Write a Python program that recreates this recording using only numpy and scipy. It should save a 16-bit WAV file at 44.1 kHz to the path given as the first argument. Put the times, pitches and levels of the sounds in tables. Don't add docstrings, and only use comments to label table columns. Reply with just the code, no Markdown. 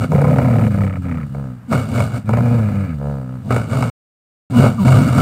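import sys
import numpy as np
from scipy import signal
from scipy.fft import rfft, irfft
from scipy.io import wavfile
from scipy.ndimage import uniform_filter1d

SR = 44100
rng = np.random.default_rng(int(sys.argv[2]) if len(sys.argv) > 2 else 0)


def store_pcm(level_fs):
    pcm = np.round(np.clip(level_fs, -1, 1) * 32767).astype(np.int16)
    wavfile.write(sys.argv[1], SR, np.atleast_2d(pcm).T)


N = 230142
TIME = np.arange(N) / SR

# start in seconds, end in seconds.
GROWLING = [(0.09, 1.67), (2.24, 3.43)]
# frequency in Hz, level in dB.
CHEST = [(50, -27), (70, -3.5), (100, 0), (135, 5.5), (175, -5.5), (205, -1.5), (228, -6), (252, -1.5),
         (290, -17), (350, -25.5), (500, -57.5)]
# frequency in Hz, width in Hz, level in dB.
SNARL_THROAT = [(447.4, 247, -0.5), (616, 252, 2.5), (805, 86, -1.5), (948, 67, -6.5)]
# frequency in Hz, width in Hz, level in dB.
SNARL_MOUTH = [(1279, 266, 11), (1503, 354, 5.5), (1950, 68, -27), (2238, 82, 6), (2745, 180, -6.5)]
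# frequency in Hz, level in dB.
TEETH = [(1500, -34), (2850, 9), (3150, -4), (3500, 2.5), (4050, -1), (4600, 2.5), (5150, -6.5), (5900, 0),
         (6700, -6), (7950, 1.5), (9500, -7), (11000, -13.5), (13400, -4.5), (15500, -10.5)]


def growl():
    # time in seconds, pitch in Hz, chest level in dB before any catch.
    growls = [
        [(0.09, 154.5, -17.5), (0.15, 147.2, -10), (0.226, 140.2, -12.5), (0.3, 148.1, -10.5),
         (0.38, 133, -12.5), (0.442, 129.2, -12), (0.498, 118.2, -11.5), (0.656, 108, -11.5),
         (0.718, 99.64, -14.5), (0.85, 97.5, -13), (0.92, 92.4, -22), (1.102, 86.6, -19), (1.308, 66.5, -24.5),
         (1.374, 70.5, -22), (1.524, 61.9, -27), (1.67, 59.1, -39)],
        [(2.24, 101.9, -27.5), (2.302, 108.8, -12.5), (2.398, 121.4, -13), (2.548, 119.4, -11.5),
         (2.64, 105.4, -14.5), (2.806, 98.85, -16), (2.962, 73.36, -22.5), (2.998, 69.05, -23.5),
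         (3.08, 72.6, -19.5), (3.26, 62.9, -26), (3.352, 64.2, -25), (3.43, 58.16, -33)],
    ]
    # frequency in Hz, width in Hz, level in dB.
    growl_throat = [(485.5, 114, -1.5), (579, 105, 0), (716, 142, -7.5), (1032, 63, -8)]
    # frequency in Hz, width in Hz, level in dB.
    growl_mouth = [(1282, 114, 16), (1706, 120, 6), (1940, 29, -9.5), (2314, 240, 8), (2930, 110, -11.5)]
    # frequency in Hz, width in Hz, level in dB.
    flap_ring = [(1290, 90, 0), (2280, 120, -5)]
    hz, breath_db = curves(np.vstack(growls))
    depth, flap_cycles = flapping()
    stumble, chest_dip_db, tract_dip_db = catches()
    creak_db = creak_lift()

    full_hz, full_breath_db = 141.7, -11.5
    rough = np.clip(.33 * hz / full_hz + .28 * depth + .39 * stumble, 0, 1)
    slack_hz, slack_span_hz = 79, 7
    slack = (1 - depth) * np.clip((slack_hz - hz) / slack_span_hz, 0, .9)

    chest_db = breath_db - chest_dip_db
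    effort_db = breath_db - full_breath_db
    tract_db = opening() - tract_dip_db
    throat_db = -23 + effort_db + tract_db + 13.5 * np.log2(hz / full_hz) + 3 * depth + creak_db
    mouth_db = -36 + .63 * effort_db + tract_db - 10 * slack + 3.5 * depth + .48 * creak_db
    hiss_db = -48 + effort_db

    cycles = np.cumsum(hz * (1 + 0.037 * rough * walk(120))) / SR
    folds = (1 - depth) * clicks(cycles, 9 * np.minimum(rough, .45))
    shut = depth * clicks(flap_cycles, 1.5)
    reopen = depth * clicks(flap_cycles - 1 / 3, 1.5)
    snap = band(shut + .9 * puffs(shut, .005), 700, 2450, order=5)
    flaps = snap + 5 * resonate(reopen + .6 * puffs(reopen, .005), flap_ring)
    pulses = folds + shut + reopen

    choke = 1 + 0.32 * depth * np.cos(2 * np.pi * flap_cycles)
    sunk = np.clip((108 - hz) / 20, 0, 1)
    shaking = rumble()
    shaking = steady((1 - sunk) * shaking + sunk * band(shaking, 60, 190))
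    low = steady(chest(cycles, hz) * choke + 1.42 * rough * shaking)

    swirl = 3 * (1 - slack) * rough * puffs(pulses, .005)
    throat = steady(band(resonate(pulses + swirl, growl_throat), 130, 1100, order=4))
    ring = resonate(folds + 1.9 * (1 - slack) * puffs(folds, 0.016), growl_mouth)
    dull_ring = band(ring, 300, 1750, order=5)
    mouth = steady((1 - slack) * (ring + flaps) + slack * dull_ring)
    hiss = steady(colour(steady(puffs(pulses, 0.011)) + .5 * noise(), TEETH))
    voice = undb(throat_db) * throat + undb(mouth_db) * mouth + undb(hiss_db) * hiss
    return sounding(GROWLING) * np.array([undb(chest_db) * low, voice])


def flapping(lead=.008, wander=.02):
    # first flap in seconds, end in seconds, flaps per second, depth from 0 to 1.
    bouts = [(0.12, 0.41, 33.4, .9), (0.418, 0.705, 36.2, .9), (0.746, 1.015, 33.2, .96),
             (1.055, 1.25, 34, .94), (2.292, 2.425, 25.5, .85)]
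    depths = [full * sounding([(start - lead, end)], fade=.006) for start, end, _, full in bouts]
    cycles = 0
    for start, end, per_s, _ in bouts:
        turns = 1 + per_s * (TIME - start)
        cycles = cycles + np.clip(turns, 0, np.ceil(per_s * (end - start)))
    return np.max(depths, axis=0), np.maximum.accumulate(cycles + wander * walk(30))


def catches():
    # middle in seconds, half width in seconds, chest dip in dB, dip of throat and mouth in dB.
    catch_table = [(0.722, .018, 2, 4), (1.032, .016, 4, 7), (1.295, .035, 3, 5), (1.6, .04, 4, 3),
                   (2.72, .025, 4, 2), (2.87, .02, 6, 0)]
    dips = np.array([np.exp(-((TIME - s) / half_width) ** 2) for s, half_width, *_ in catch_table])
    chest_dip_db, tract_dip_db = np.array(catch_table)[:, 2:].T @ dips
    return dips.sum(axis=0), chest_dip_db, tract_dip_db


def creak_lift():
    # start in seconds, length in seconds, lift in dB before the sag.
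    creaks = [(1.338, .21, 12), (2.985, .41, 17)]
    edge_s, sag_db_per_s = .025, 19.5
    lift = 0
    for start, length, db in creaks:
        age = TIME - start
        shape = np.clip(np.minimum(age, length - age) / edge_s, 0, 1)
        lift = lift + shape * (db - sag_db_per_s * age)
    return lift


def opening(missing_db=-17, seconds=0.027):
    return sum(missing_db * np.exp(-((TIME - start) / seconds) ** 2) for start, _ in GROWLING)


def snarl():
    chest_db, throat_db, mouth_db, hiss_db = snarl_levels()
    hz = np.maximum(144 + 1.55 * chest_db, 100)
    cycles = np.cumsum(hz * (1 + .09 * walk(200))) / SR
    flutter = np.cumsum(62 * np.exp(.3 * walk(60))) / SR
    pulses = clicks(cycles, 3.1) + 1.3 * clicks(flutter, 1.2)
    low = steady(chest(cycles, hz) + rumble(), 0.031)
    throat = steady(resonate(pulses + 1.2 * puffs(pulses, 0.0069), SNARL_THROAT), 0.015)
    mouth = steady(resonate(pulses + 2.4 * puffs(pulses, 0.0094), SNARL_MOUTH), 0.099)
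    hiss = steady(colour(steady(puffs(pulses, 0.0053)) + 0.64 * noise(), TEETH), 0.079)
    hiss = band(hiss, 1000, 12500)
    voice = undb(throat_db) * throat + undb(mouth_db) * mouth + undb(hiss_db) * hiss
    return np.array([undb(chest_db) * low, voice])


def snarl_levels(range_db=20):
    # moment of full strength in seconds, attack, hold and release in seconds,
    # then the full levels of chest, throat, mouth and hiss in dB.
    # Attack and release are the times taken to cross range_db.
    snarls = [(0.012, .08, 0.034, 0.039, -15.5, -27.5, -31, -41.5),
              (1.718, .01, 0.037, 0.15, -13, -23, -25.5, -36.5),
              (1.985, 0.17, 0.034, .11, -13.5, -24.5, -29, -37),
              (2.145, 0.11, 0.031, 0.041, -18, -32.5, -34.5, -44),
              (3.481, 0.078, 0.018, .03, -21, -37.5, -52.5, -52.5),
              (3.507, .015, 0.056, 0.13, -14, -24, -26.5, -39), (3.734, .09, .1, .17, -15, -27, -30, -39.5),
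              (4.601, 0.088, .062, .09, -8.5, -19.5, -24.5, -34.5),
              (4.857, .015, .125, .17, -7, -21.5, -26, -34), (5.03, 0.049, .125, .1, -13, -28, -28.5, -38),
              (5.188, 0.079, .04, 0.095, -7.5, -20.5, -23, -32)]
    swell = np.array([.75, 1, 1, 0.79])
    levels = []
    for s, attack, hold, release, *full_db in snarls:
        away = np.maximum((s - TIME) / attack, (TIME - s - hold) / release)
        fade_db = -range_db * np.maximum(away, 0)
        levels.append(np.array(full_db)[:, None] + np.outer(swell, fade_db))
    return np.max(levels, axis=0)


def grunt():
    # start in seconds, length in seconds, first pitch in Hz, last pitch in Hz, full chest level in dB.
    grunts = [(1.68, 0.051, 260, 198, -15.5), (4.497, 0.028, 279.5, 270.4, -19.5),
              (4.528, .075, 257.4, 227.9, -6.5), (4.755, 0.086, 244, 173.3, -11.5)]
    peak_share, range_db = .6, 17
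    jitter, rough, undertone = .025, .3, .35
    hz, gain = np.full(N, float(grunts[0][2])), np.zeros(N)
    for start, length, first_hz, last_hz, db in grunts:
        progress = (TIME - start) / length
        hz = np.where(progress >= 0, np.interp(progress, [0, 1], [first_hz, last_hz]), hz)
        swell_db = range_db * np.minimum(progress / peak_share - 1, 0)
        gain = gain + undb(db + swell_db) * sounding([(start, start + length)], fade=0.0049)
    cycles = np.cumsum(hz * (1 + jitter * walk(200))) / SR
    pulses = clicks(cycles, 2.5)
    drive = pulses + rough * puffs(pulses, 0.0057)
    low = steady(chest(cycles, hz) + undertone * chest(cycles / 2, hz / 2) + rough * rumble())
    throat = steady(resonate(drive, SNARL_THROAT))
    mouth = steady(resonate(drive, SNARL_MOUTH))
    hiss = steady(colour(noise(), TEETH))
    voice = undb(-22.5) * throat + undb(-26.5) * mouth + undb(-30) * hiss
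    return gain * np.array([low, voice])


def cracks(count=2048):
    # start in seconds, peak level in dB.
    crack_table = [(0.042, -17), (0.119, -10.5), (0.217, -11), (0.244, -9), (0.385, -8.5), (0.418, -13),
                   (0.745, -17), (1.348, -23), (1.717, -18), (1.732, -7.5), (1.984, -12.5), (2.004, -7),
                   (2.292, -10), (2.336, -11), (2.371, -15), (2.407, -18), (3.506, -8), (3.563, -9.5),
                   (3.731, -14), (3.825, -10.5), (3.851, -19), (4.641, -3), (4.662, -5), (4.881, -8.5)]
    out = np.zeros(N + count)
    for s, db in crack_table:
        burst = 0.16 * rng.standard_normal(count) * np.exp(-np.arange(count) / SR / 0.0012)
        burst[0] += 1
        throat = resonate(burst, SNARL_THROAT)
        mouth = resonate(burst, SNARL_MOUTH)
        ring = throat + undb(-18.5) * mouth + undb(-41.0) * band(burst, 2500, 9000)
        start = int(s * SR)
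        out[start:start + count] += undb(db) * ring / np.abs(ring).max()
    return out[:N]


def overtones(waver=0.0121):
    # start in seconds, length in seconds, first pitch in Hz, last pitch in Hz, peak level in dB.
    overtone_table = [(0.008, 0.03, 1320, 1290, -31), (4.524, 0.073, 1010, 990, -29),
                      (4.53, 0.092, 2960, 2850, -41), (4.774, 0.072, 1040, 918.5, -29),
                      (4.776, 0.029, 1240, 1113, -27.5), (4.927, 0.04, 1260, 1170, -22.5),
                      (5.178, 0.05, 1360, 1305, -19.5)]
    out, wobble = 0, 1 + waver * walk(197)
    for s, length, first_hz, last_hz, db in overtone_table:
        progress = np.clip((TIME - s) / length, 0, 1)
        cycles = np.cumsum((first_hz + (last_hz - first_hz) * progress) * wobble) / SR
        out = out + undb(db) * np.sin(np.pi * progress) * np.sin(2 * np.pi * cycles)
    return out


def room(x, near_db=-4, near_t60=0.03):
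    near = band(reflections(x, near_t60), 3200, 20000, order=4)
    tail = undb(-16) * reflections(x, .28)
    return x + undb(near_db) * near + tail


def reflections(x, t60):
    tail = noise() * np.exp(-np.log(1000) * TIME / t60)
    return signal.fftconvolve(x, tail / np.linalg.norm(tail))[:N]


def room_tone():
    # frequency in Hz, level in dB.
    tone_colour = [(30, -6), (60, -9), (130, -11.5), (400, -19.5), (1500, -23.5), (4000, -45.5),
                   (15000, -48.5)]
    return undb(-46.0) * steady(colour(noise(), tone_colour))


def chest(cycles, hz, count=6):
    return steady(sum(gain_at(CHEST, k * hz) * np.cos(2 * np.pi * k * cycles) for k in range(1, count + 1)))


def rumble():
    high_pass = signal.butter(4, 75, "high", fs=SR, output="sos")
    return steady(signal.sosfilt(high_pass, colour(noise(), CHEST)))


def clicks(cycles, scatter_db):
    return np.diff(np.floor(cycles), prepend=0) * undb(scatter_db * np.clip(noise(), -2, 2))


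def puffs(pulses, seconds):
    keep = np.exp(-2 / (seconds * SR))
    power = signal.lfilter([1 - keep], [1, -keep], pulses ** 2 + 1e-18)
    return noise() * np.sqrt(power)


def resonate(x, modes):
    y = 0
    for k, (hz, width, db) in enumerate(modes):
        ring = signal.lfilter(*signal.iirpeak(hz, hz / width, fs=SR), x)
        y = y + (-1) ** k * undb(db) * ring
    edges = [0.58 * modes[0][0], 0.97 * modes[-1][0]]
    return signal.sosfilt(signal.butter(2, edges, "band", fs=SR, output="sos"), y)


def band(x, low_hz, high_hz, order=2):
    edges = [low_hz, min(high_hz, .45 * SR)]
    return signal.sosfilt(signal.butter(order, edges, "band", fs=SR, output="sos"), x)


def gain_at(points, hz):
    f, db = np.transpose(points)
    return undb(np.interp(np.log(np.maximum(hz, 1)), np.log(f), db))


def colour(x, points):
    return irfft(rfft(x) * gain_at(points, np.fft.rfftfreq(N, 1 / SR)), N)


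def steady(x, seconds=0.044):
    k = int(seconds * SR)
    power = uniform_filter1d(uniform_filter1d(x * x, k), k)
    return x / np.sqrt(np.abs(power) + 1e-12)


def sounding(spans, fade=0.0034):
    on = sum((TIME >= start) & (TIME < end) for start, end in spans)
    return uniform_filter1d(on.astype(float), int(fade * SR))


def curves(table):
    s, *columns = np.transpose(table)
    return [np.interp(TIME, s, c) for c in columns]


def walk(rate):
    k = max(int(SR / rate), 1)
    y = uniform_filter1d(uniform_filter1d(noise(), k), k)
    return y / y.std()


def noise():
    return rng.standard_normal(N)


def undb(db):
    return 10 ** (np.asarray(db) / 20)


def scene():
    low, voice = growl() + snarl() + grunt()
    direct = band(low + room_tone(), 56, 16190, order=3)
    return (direct + room(voice + cracks() + overtones()))[None]


def record(dry):
    # start in seconds, end in seconds.
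    pause = (3.9, 4.5)
    live = uniform_filter1d(1. * ((TIME < pause[0]) | (TIME > pause[1])), size=64)
    top_cut = signal.ellip(10, .2, 80, 15600, fs=SR, output="sos")
    return signal.sosfilt(top_cut, np.clip(dry, -1, 1) * live)


dry = scene()
out = record(dry)
store_pcm(out)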